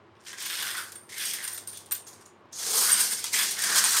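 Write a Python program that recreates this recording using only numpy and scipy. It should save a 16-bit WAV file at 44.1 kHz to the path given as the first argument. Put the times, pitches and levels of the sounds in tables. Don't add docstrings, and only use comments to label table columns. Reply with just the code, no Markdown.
import sys
import numpy as np
from scipy import signal
from scipy.fft import rfft, irfft, next_fast_len
from scipy.io import wavfile
from scipy.ndimage import uniform_filter1d, map_coordinates

SR = 44100
rng = np.random.default_rng(int(sys.argv[2]) if len(sys.argv) > 2 else 0)


def wav_record(signal):
    frames = np.transpose(np.atleast_2d(signal))
    bounded = np.clip(frames, -1, 1)
    quanta = np.round(bounded * 32767).astype(np.int16)
    wavfile.write(sys.argv[1], SR, quanta)


N = 176400

# pitch in Hz, level in dB before the swell is added.
HUM_TONES = [(100, -70.5), (352, -70)]
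# time in seconds, gain in dB.
HUM_GAIN = [(.3, -10), (.95, 0.5), (1.33, -2), (1.65, 5), (2.5, -1.5), (4, 3)]
# (t60, the time to fall by 60 dB).
ECHO_TIMES = [(200, 0.32), (2000, 0.23), (6000, 0.23), (14000, 0.21)]

# frequency in Hz, relative strength in dB.
AIR_COLOUR = [(15, -66), (25, -29), (64, -25), (90, -6), (176, -9.5), (243, -7.5), (278, -10.5),
              (344, -1.5), (450, -7.5), (529, -10.5), (588, -9), (637, -9.5), (691, -12.5), (1120, -7.5),
              (1240, -12), (3180, -24), (8000, -43), (15000, -65.5)]
WOOD_COLOUR = [(25, -70), (60, -25), (130, -17.5), (200, 4), (300, -5.5), (400, 2.5), (580, -1.5), (850, 2),
               (1200, -11), (2500, -37)]
CLATTER_COLOUR = [(25, -84), (100, -62), (400, -33.5), (850, -9.5), (1050, 0.5), (1300, -5.5), (1600, 1.5),
                  (2100, -2), (2600, -7.5), (3500, -2.5), (8000, -39)]
RASP_COLOUR = [(30, -100), (1200, -25), (2100, -4.5), (2600, -4), (3400, 1), (4200, -7.5), (5500, -6),
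               (9000, -45.5)]
CLICK_COLOUR = [(30, -100), (1500, -34), (3000, -20.5), (4000, 0), (5200, 3), (6500, 3), (8000, 1),
                (9500, -2), (11000, -19), (16000, -47)]
FIZZ_COLOUR = [(30, -100), (5000, -31), (8500, 0), (10000, 7), (11500, 1.5), (13000, 4.5), (14300, -3),
               (15000, -8), (16000, -21)]
LANDING_COLOUR = [(30, -90), (200, -62), (1200, -19.5), (2500, -9.5), (4500, -3.5), (7000, -6.5),
                  (9000, -2), (11000, -4), (14000, -15), (16000, -12)]
TICK_COLOUR = [(30, -100), (3000, -32), (7000, 8.5), (9500, 5), (12500, 2), (14500, -1.5), (16000, -18)]

# time in seconds, then levels in dB of clicks, clatter, fizz, rasp.
HAND_STROKES = [
    [(0.18, -88, -77, -82, -63.5), (0.21, -60, -77, -83, -75), (0.23, -63.5, -73, -69, -64),
     (0.282, -42.5, -54, -55, -48), (0.364, -53, -55, -70, -63), (0.38, -41, -47.5, -52, -44),
     (0.468, -36.5, -40.5, -44, -39), (0.492, -43, -54, -47, -48), (0.5, -40.5, -34, -41.5, -36),
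     (0.738, -43, -44.5, -42.5, -41), (0.758, -42, -38.5, -50, -48.5), (0.778, -42, -41, -39.5, -39),
     (0.91, -54.5, -54.5, -59, -71)],
    [(0.99, -71, -73, -66, -79), (1.08, -72, -73, -69, -79.5), (1.094, -50.5, -62.5, -60, -55.5),
     (1.204, -38.5, -43, -39, -38), (1.31, -37.5, -52.5, -39.5, -40), (1.416, -44, -41, -52, -48.5),
     (1.436, -47, -40, -39, -46), (1.576, -44.5, -54, -61, -66), (1.666, -67, -60, -71, -69),
     (1.674, -48, -58, -48, -69), (1.708, -57.5, -62, -59, -66.5), (1.754, -48, -60, -53, -69.5),
     (1.85, -63, -85, -72, -61)],
    [(2.01, -57, -78, -67, -64), (2.014, -77, -70, -69, -73), (2.06, -72, -86, -82, -64),
     (2.072, -48, -53.5, -60, -65), (2.116, -62, -59, -62, -68), (2.136, -49.5, -57, -64, -69),
     (2.148, -56, -60, -61, -75), (2.164, -62, -60, -72.5, -73), (2.23, -57, -60, -70, -77),
     (2.25, -79, -74, -77, -85), (2.26, -54.5, -58, -74, -77), (2.302, -86, -80, -98, -98)],
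    [(2.5, -90, -58, -109, -85), (2.532, -44, -54.5, -58.5, -63), (2.592, -35, -44.5, -43, -49),
     (2.606, -36, -42.5, -44.5, -47.5), (2.778, -25.5, -34, -28, -37.5), (2.896, -28, -27.5, -27, -39),
     (2.962, -30, -31.5, -35.5, -36), (3.004, -26, -31.5, -28, -40), (3.09, -34.5, -49, -38, -42.5),
     (3.12, -33, -38, -35, -41), (3.174, -36, -66, -47, -53), (3.19, -36, -43, -37, -47),
     (3.235, -50, -68, -60, -56)],
    [(3.27, -33.5, -54, -59, -37.5), (3.314, -45, -54, -49, -66), (3.342, -22.5, -30, -33, -35.5),
     (3.388, -28, -29, -31, -28.5), (3.522, -34, -50.5, -43.5, -44.5), (3.558, -38, -40, -48, -44),
     (3.642, -27.5, -31.5, -37, -39.5), (3.71, -30, -28, -37.5, -42), (3.786, -19.5, -25, -28, -34),
     (3.812, -27, -29, -35, -36.5), (3.932, -25.5, -30, -32, -36), (3.98, -22.5, -24, -30, -36),
     (4.0, -26.5, -48, -29, -43)],
]
# time in seconds, level of its rattle in dB.
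TABLE_RATTLE = [(0, -92), (.3, -66.5), (.65, -58), (1.0, -70), (1.3, -60.5), (1.7, -63), (2.52, -62.5),
                (2.64, -56), (2.77, -46.5), (2.9, -52.5), (3.05, -51.5), (3.22, -61), (3.31, -57.5),
                (3.37, -48.5), (3.53, -57.5), (3.75, -44), (4, -54.5)]
# time in seconds, pitch in Hz, dB added to the clatter level.
HAND_HOLLOW = [(.3, 1720, 4.5), (.52, 1700, -10.5), (.66, 1450, 1), (.82, 1510, 5), (.95, 1370, -1.5),
               (1.12, 1950, 7.5), (1.22, 1760, 4.5), (1.32, 1810, 2.5), (1.5, 1680, -1.5),
               (2.6, 1040, -9.5), (2.8, 1140, -4.5), (2.92, 1390, -8.5), (3.1, 1634, 2), (3.35, 2125, 0.5),
               (3.65, 1613, -2), (3.85, 1550, -6), (4, 1326, -4)]
# start and length in seconds, pitch in Hz, level in dB.
COIN_SKIDS = [(0.72, 0.14, 1440, -51), (1.195, 0.061, 1850, -45), (1.74, 0.068, 3400, -51.5),
              (2.062, 0.054, 6700, -49), (2.254, 0.014, 6770, -49), (2.523, 0.37, 6240, -44)]
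# pitch in Hz, level in dB,
# pitch spread from coin to coin as a fraction, fade time in seconds.
COIN_MODES = [(4880, -8.5, 0.036, 0.013), (8760, -1, 0.022, 0.018), (14050, -10, 0.014, .03)]
# start in seconds, main pitch in Hz, its level in dB,
# its fade time in seconds, level of the high ring in dB, its fade time in seconds.
SINGING_COINS = [(0.956, 8800, -43, 0.39, -65, .1), (1.922, 8670, -43, 0.6, -20, 0.12)]
# start in seconds, click level in dB, knock level in dB,
# main pitch in Hz, its level in dB, level of the high ring in dB, fade time of both in seconds.
LANDINGS = [(0.3293, -30.5, -31.5, 8800, -41, -57, 0.045), (0.4036, -30, -42, 9080, -55, -46, 0.042),
            (0.4244, -21.5, -37, 8750, -48, -44, 0.042), (0.4582, -21.5, -31, 8550, -45, -32, 0.042),
            (0.5048, -32, -34, 8620, -55, -43.5, 0.042), (0.6241, -17, -23, 8650, -48, -33.5, 0.042),
            (0.7051, -24, -36, 8800, -46, -42, 0.046), (0.769, -21, -33, 8950, -43, -43, 0.038),
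            (0.92, -24, -46, 9100, -39, -55.5, 0.04), (0.9547, -32.5, -40.5, 8920, -33, -53, 0.04),
            (1.095, -33, -57, 9100, -51, -59.5, 0.042), (1.1807, -19, -48, 8600, -40, -44, 0.042),
            (1.2528, -16.5, -45, 8540, -26.5, -36, 0.042), (1.2814, -28.5, -46, 8520, -35, -43, 0.042),
            (1.3351, -15, -32.5, 8840, -28, -35, 0.042), (1.4425, -21, -47, 9000, -25, -50.5, 0.047),
            (1.4772, -16.5, -34, 8760, -25, -38, 0.042), (1.5273, -27.5, -48, 8850, -25.5, -37, 0.05),
            (1.545, -25.5, -43, 8800, -39, -38, 0.056), (1.576, -22, -35, 8650, -34.5, -50, 0.042),
            (1.674, -27, -55.5, 8810, -28, -42, 0.05), (1.688, -29.5, -54.5, 9530, -32, -56, 0.04),
            (1.731, -30.5, -42, 8970, -37.5, -61.5, 0.039), (1.7728, -24.5, -58, 8930, -39, -49, 0.047),
            (1.8598, -34.5, -62, 8900, -43, -63, 0.042), (1.9105, -23, -34, 8750, -30, -37.5, 0.052),
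            (1.9184, -15.5, -30.5, 8770, -23, -38, 0.025), (1.921, -19, -33, 9600, -22, -46, 0.033),
            (1.9513, -21, -45.5, 9150, -47, -52, 0.03), (2.0692, -33, -53, 8750, -51, -61, 0.042),
            (2.082, -28.5, -62, 8440, -56, -58, 0.042), (2.2095, -42, -51, 8950, -50, -75, 0.042),
            (2.2604, -41, -54, 8780, -52, -70, 0.042), (2.528, -35.5, -58, 8970, -57, -66, 0.042),
            (2.629, -19.5, -34, 8900, -41, -46, 0.042), (2.707, -14, -47, 8900, -31, -36, 0.038),
            (2.758, -16, -37, 8750, -27, -40, 0.042), (2.9165, -13, -43, 8770, -9, -39, 0.045),
            (2.9296, -24, -32, 8760, -7, -39, 0.018), (3.0031, -11.5, -35, 8500, -9, -35, 0.035),
            (3.1098, -21, -44, 8900, -19, -43, 0.042), (3.13, -22, -35, 8700, -22, -43, 0.046),
            (3.2414, -11, -28.5, 8890, -40, -42.5, 0.038), (3.2549, -20, -38, 9120, -36, -48, 0.033),
            (3.3306, -11, -46, 9070, -33, -40, 0.042), (3.3425, -15, -25, 8950, -38, -39.5, 0.042),
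            (3.3905, -10, -16, 8750, -35, -35, 0.042), (3.4079, -20, -23, 8800, -31, -30, 0.042),
            (3.4318, -12.5, -21.5, 8880, -32, -35, 0.042), (3.5094, -12.5, -33, 8860, -38, -43, 0.042),
            (3.5895, -15.5, -46, 8900, -36, -48, 0.042), (3.6192, -14.5, -28, 9060, -24, -43, 0.039),
            (3.638, -13, -22, 8840, -20.5, -41.5, 0.042), (3.758, -8, -17, 8730, -21, -41, 0.042),
            (3.7804, -16, -28, 8500, -36, -38.5, 0.042), (3.8388, -10.5, -19, 8600, -10.5, -33, 0.036),
            (3.891, -10, -34, 8740, -28, -29.5, 0.06), (3.9676, -6, -18.5, 8960, -35, -40, 0.042)]

CONTACTS_PER_S, FULL_PUSH_DB = 6000, -31.5
HIGH_MODE_RATIO = 1.59
TIME = np.arange(N) / SR


def amp(db):
    return 10 ** (np.asarray(db) / 20)


def unit(x):
    return x / np.sqrt(np.mean(x ** 2) + 1e-20)


def along(points, hz):
    freqs, values = np.transpose(points)
    return np.interp(np.log(hz + 1), np.log(freqs + 1), values)


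def curve(rows, column=1):
    rows = np.asarray(rows)
    return np.interp(TIME, rows[:, 0], rows[:, column])


def wobble(per_s):
    return map_coordinates(rng.standard_normal(4096), [TIME * per_s], mode="wrap")


def coloured(x, colour):
    size = 2 * next_fast_len(N // 2 + SR // 8)
    gain = unit(amp(along(colour, np.fft.rfftfreq(size, 1 / SR))))
    cepstrum = irfft(np.log(gain), size)
    cepstrum[1:size // 2] *= 2
    cepstrum[size // 2 + 1:] = 0
    return irfft(rfft(x, size) * np.exp(rfft(cepstrum)), size)[:N]


def resonate(x, hz, t60):
    r = amp(-60 / (t60 * SR))
    feedback = [1, -2 * r * np.cos(2 * np.pi * hz / SR), r * r]
    return signal.lfilter(np.sqrt((1 - r * r) / 2) * np.array([1, 0, -1]), feedback, x)


def band(x, hz, t60):
    return resonate(resonate(x, hz, t60), hz, t60)


def patchy(x, depth_db=1):
    spectrum = signal.stft(x, nperseg=256)[2]
    patches = uniform_filter1d(rng.standard_normal(spectrum.shape), 6, axis=0)
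    patches = uniform_filter1d(patches, 5, axis=1)
    gain = amp(depth_db * unit(patches))
    return signal.istft(spectrum * unit(gain), nperseg=256)[1][:N]


def contacts(per_s, spread_db=5.5):
    hits = (rng.random(N) < per_s / SR) * rng.choice([-1, 1], N)
    hits = hits * amp(spread_db * np.minimum(rng.standard_normal(N), 2))
    power = uniform_filter1d(uniform_filter1d(hits * hits, size=1500), size=1500)
    return hits / np.sqrt(np.abs(power) + 1e-5)


def background(air_db=-57):
    hum = np.zeros(N)
    for hz, db in HUM_TONES:
        peak = np.sqrt(2) * amp(db + 2.5 * wobble(6))
        hum += peak * np.sin(2 * np.pi * hz * TIME + 0.66 * wobble(7.6))
    air = amp(air_db) * unit(coloured(rng.standard_normal(N), AIR_COLOUR))
    return air + amp(curve(HUM_GAIN)) * hum


def room(x, tail_db=-5, near_db=-10):
    def even(rows):
        return rows / np.linalg.norm(rows, axis=1, keepdims=True)

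    hop = round(0.02 * SR)
    pieces = np.pad(x, (0, -N % hop)).reshape(-1, hop)
    hz, t, noise = signal.stft(rng.standard_normal((len(pieces), SR // 3)), SR, nperseg=256)
    tail = signal.istft(noise * amp(-60 * t / along(ECHO_TIMES, hz)[:, None]), SR, nperseg=256)[1]
    t = np.arange(tail.shape[1]) / SR
    tail *= 1 - np.exp(-t / 0.012)
    near = rng.standard_normal(tail.shape) * amp(-60 * t / 0.015) * (t > 0.0005)
    direct = t == 0
    echoes = even(direct + amp(tail_db) * even(tail) + amp(near_db) * even(near))
    out = np.zeros(N + SR)
    for k, echoed in enumerate(signal.fftconvolve(pieces, echoes, axes=1)):
        out[k * hop:][:len(echoed)] += echoed
    return out[:N]


def rub(peak_s=2.75, half_width_s=0.081, hz=445, db=-43):
    swell = np.exp(-((TIME - peak_s) / half_width_s) ** 2)
    return amp(db) * swell * unit(band(contacts(CONTACTS_PER_S), hz, t60=0.018))


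def skids(width_hz=1100, rise_s=0.0069):
    t60 = np.log(1000) / (np.pi * width_hz)
    out = np.zeros(N)
    for start, length, hz, db in COIN_SKIDS:
        rise = np.clip((TIME - start) / rise_s, 0, 1)
        fall = np.clip(2 * (start + length - TIME) / length, 0, 1)
        out += amp(db) * rise * fall * unit(band(contacts(CONTACTS_PER_S), hz, t60))
    return out


def coin_ring(t, hz, db, t60, rough=0.55, chatter_per_s=350):
    points = np.arange(200) / chatter_per_s
    buzz = [rough * np.interp(t, points, row) for row in rng.standard_normal((2, len(points)))]
    phase = 2 * np.pi * hz * t
    wave = (np.sqrt(1 - rough ** 2) + buzz[0]) * np.sin(phase) + buzz[1] * np.cos(phase)
    return amp(db - 60 * t / t60) * wave


def singing_coins(beat_hz=70, twin_db=-12.5, rough=0.45):
    t = np.arange(SR // 2) / SR
    rise = 1 - np.exp(-t / 0.002)
    out = np.zeros(N + SR)
    for start, main_hz, main_db, main_t60, high_db, high_t60 in SINGING_COINS:
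        modes = (main_hz, main_db, main_t60), (main_hz * HIGH_MODE_RATIO, high_db, high_t60)
        for hz, db, t60 in modes:
            ring = coin_ring(t, hz, db, t60, rough)
            twin = coin_ring(t, hz - beat_hz, db + twin_db, t60, rough)
            out[round(start * SR):][:len(t)] += rise * (ring + twin)
    return out[:N]


def stroke_db(column, fade_in_s=0.28, fade_out_s=0.34):
    level = 1e-6
    for rows in HAND_STROKES:
        before = (rows[0][0] - TIME) / fade_in_s
        after = (TIME - rows[-1][0]) / fade_out_s
        fade_db = -60 * np.maximum(0, np.maximum(before, after))
        level = np.maximum(level, amp(curve(rows, column) + fade_db))
    return 20 * np.log10(level)


def jingle(coins=80):
    hits = contacts(per_s=1900) * amp(stroke_db(column=3))
    struck_coin = rng.integers(coins, size=N)
    out = np.zeros(N)
    for coin in range(coins):
        blows = hits * (struck_coin == coin)
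        for hz, db, spread, t60 in COIN_MODES:
            detune, stretch = rng.standard_normal(2)
            out += amp(db) * resonate(blows, hz * (1 + spread * detune), t60 * 2 ** (0.43 * stretch))
    return out


def hollow(x, width_hz=660):
    pitches = np.geomspace(900, 2200, 8)
    position = np.interp(curve(HAND_HOLLOW), pitches, np.arange(len(pitches)))
    t60 = np.log(1000) / (np.pi * width_hz)
    out = np.zeros(N)
    for k, hz in enumerate(pitches):
        share = np.maximum(0, 1 - abs(position - k))
        out += share * band(x, hz, t60)
    return unit(out)


def heap(crowding_per_db=0.04, surge_db=1.3):
    push_db, clatter_db, fizz_db, rasp_db = (stroke_db(column) for column in (1, 2, 3, 4))
    per_s = CONTACTS_PER_S * 10 ** (crowding_per_db * (push_db - FULL_PUSH_DB))
    surge = amp(surge_db * wobble(70))
    shared = contacts(per_s)

    def hits():
        return surge * (shared * rng.choice([-1, 1], N) + contacts(per_s)) / np.sqrt(2)

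    clicks = amp(push_db - 1) * coloured(hits(), CLICK_COLOUR)
    fizz = amp(fizz_db - 1) * coloured(hits(), FIZZ_COLOUR)
    rasp = amp(rasp_db + 0.5) * coloured(hits(), RASP_COLOUR)
    cupped = amp(clatter_db + curve(HAND_HOLLOW, column=2) - 1.5) * hollow(hits())
    clatter = amp(clatter_db - 8) * coloured(hits(), CLATTER_COLOUR)
    coins = patchy(clicks + fizz + rasp + cupped + clatter)
    table = amp(curve(TABLE_RATTLE) + 1) * coloured(hits(), WOOD_COLOUR)
    return coins + table


def clinks(bounces=3, bounce_s=0.005, loss_db=5, rise_s=0.0009, tick_t60=0.0042, click_t60=0.03):
    t = np.arange(SR // 4) / SR
    ticks, clicks, knocks, rings = np.zeros((4, N + SR))
    ring_rise = 1 - np.exp(-t / (2 * rise_s))
    click_shape = (1 - np.exp(-t / rise_s)) * amp(-60 * t / click_t60)
    for start, click_db, knock_db, main_hz, main_db, high_db, t60 in LANDINGS:
        at = round(start * SR)
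        modes = (main_hz, main_db + 3), (main_hz * HIGH_MODE_RATIO, high_db + 6)
        rings[at:][:len(t)] += ring_rise * sum(coin_ring(t, hz, db, t60) for hz, db in modes)
        ticks[at:][:len(t)] += amp(click_db - 8 - 60 * t / tick_t60) * rng.standard_normal(len(t))
        for k in range(bounces):
            at = round((start + k * bounce_s * rng.uniform(0.78, 1.3)) * SR)
            click, knock = amp(-loss_db * k) * click_shape * rng.standard_normal((2, len(t)))
            clicks[at:][:len(t)] += amp(click_db - 10) * click
            knocks[at:][:len(t)] += amp(knock_db - 2.5) * knock
            for hz, db in modes:
                neighbour_hz = hz * (1 + 0.018 * rng.uniform(-2, 2.1))
                neighbour_db = db - 7.5 - loss_db * k / 2
                rings[at:][:len(t)] += ring_rise * coin_ring(t, neighbour_hz, neighbour_db, t60=0.032)
    clacks = patchy(coloured(clicks[:N], LANDING_COLOUR) + coloured(knocks[:N], CLATTER_COLOUR))
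    return clacks + coloured(ticks[:N], TICK_COLOUR) + rings[:N]


def scene(low_cut_hz=60):
    coins = room(heap() + rub() + skids() + jingle() + clinks()) + singing_coins()
    low_cut = signal.butter(2, low_cut_hz, "highpass", fs=SR, output="sos")
    return (signal.sosfilt(low_cut, coins) + background())[None]


def record(dry, top_hz=15800):
    size = next_fast_len(N + SR // 4)
    kept = np.fft.rfftfreq(size, 1 / SR) < top_hz
    return irfft(rfft(dry, size) * kept, size)[..., :N]


dry = scene()
out = record(dry)
wav_record(out)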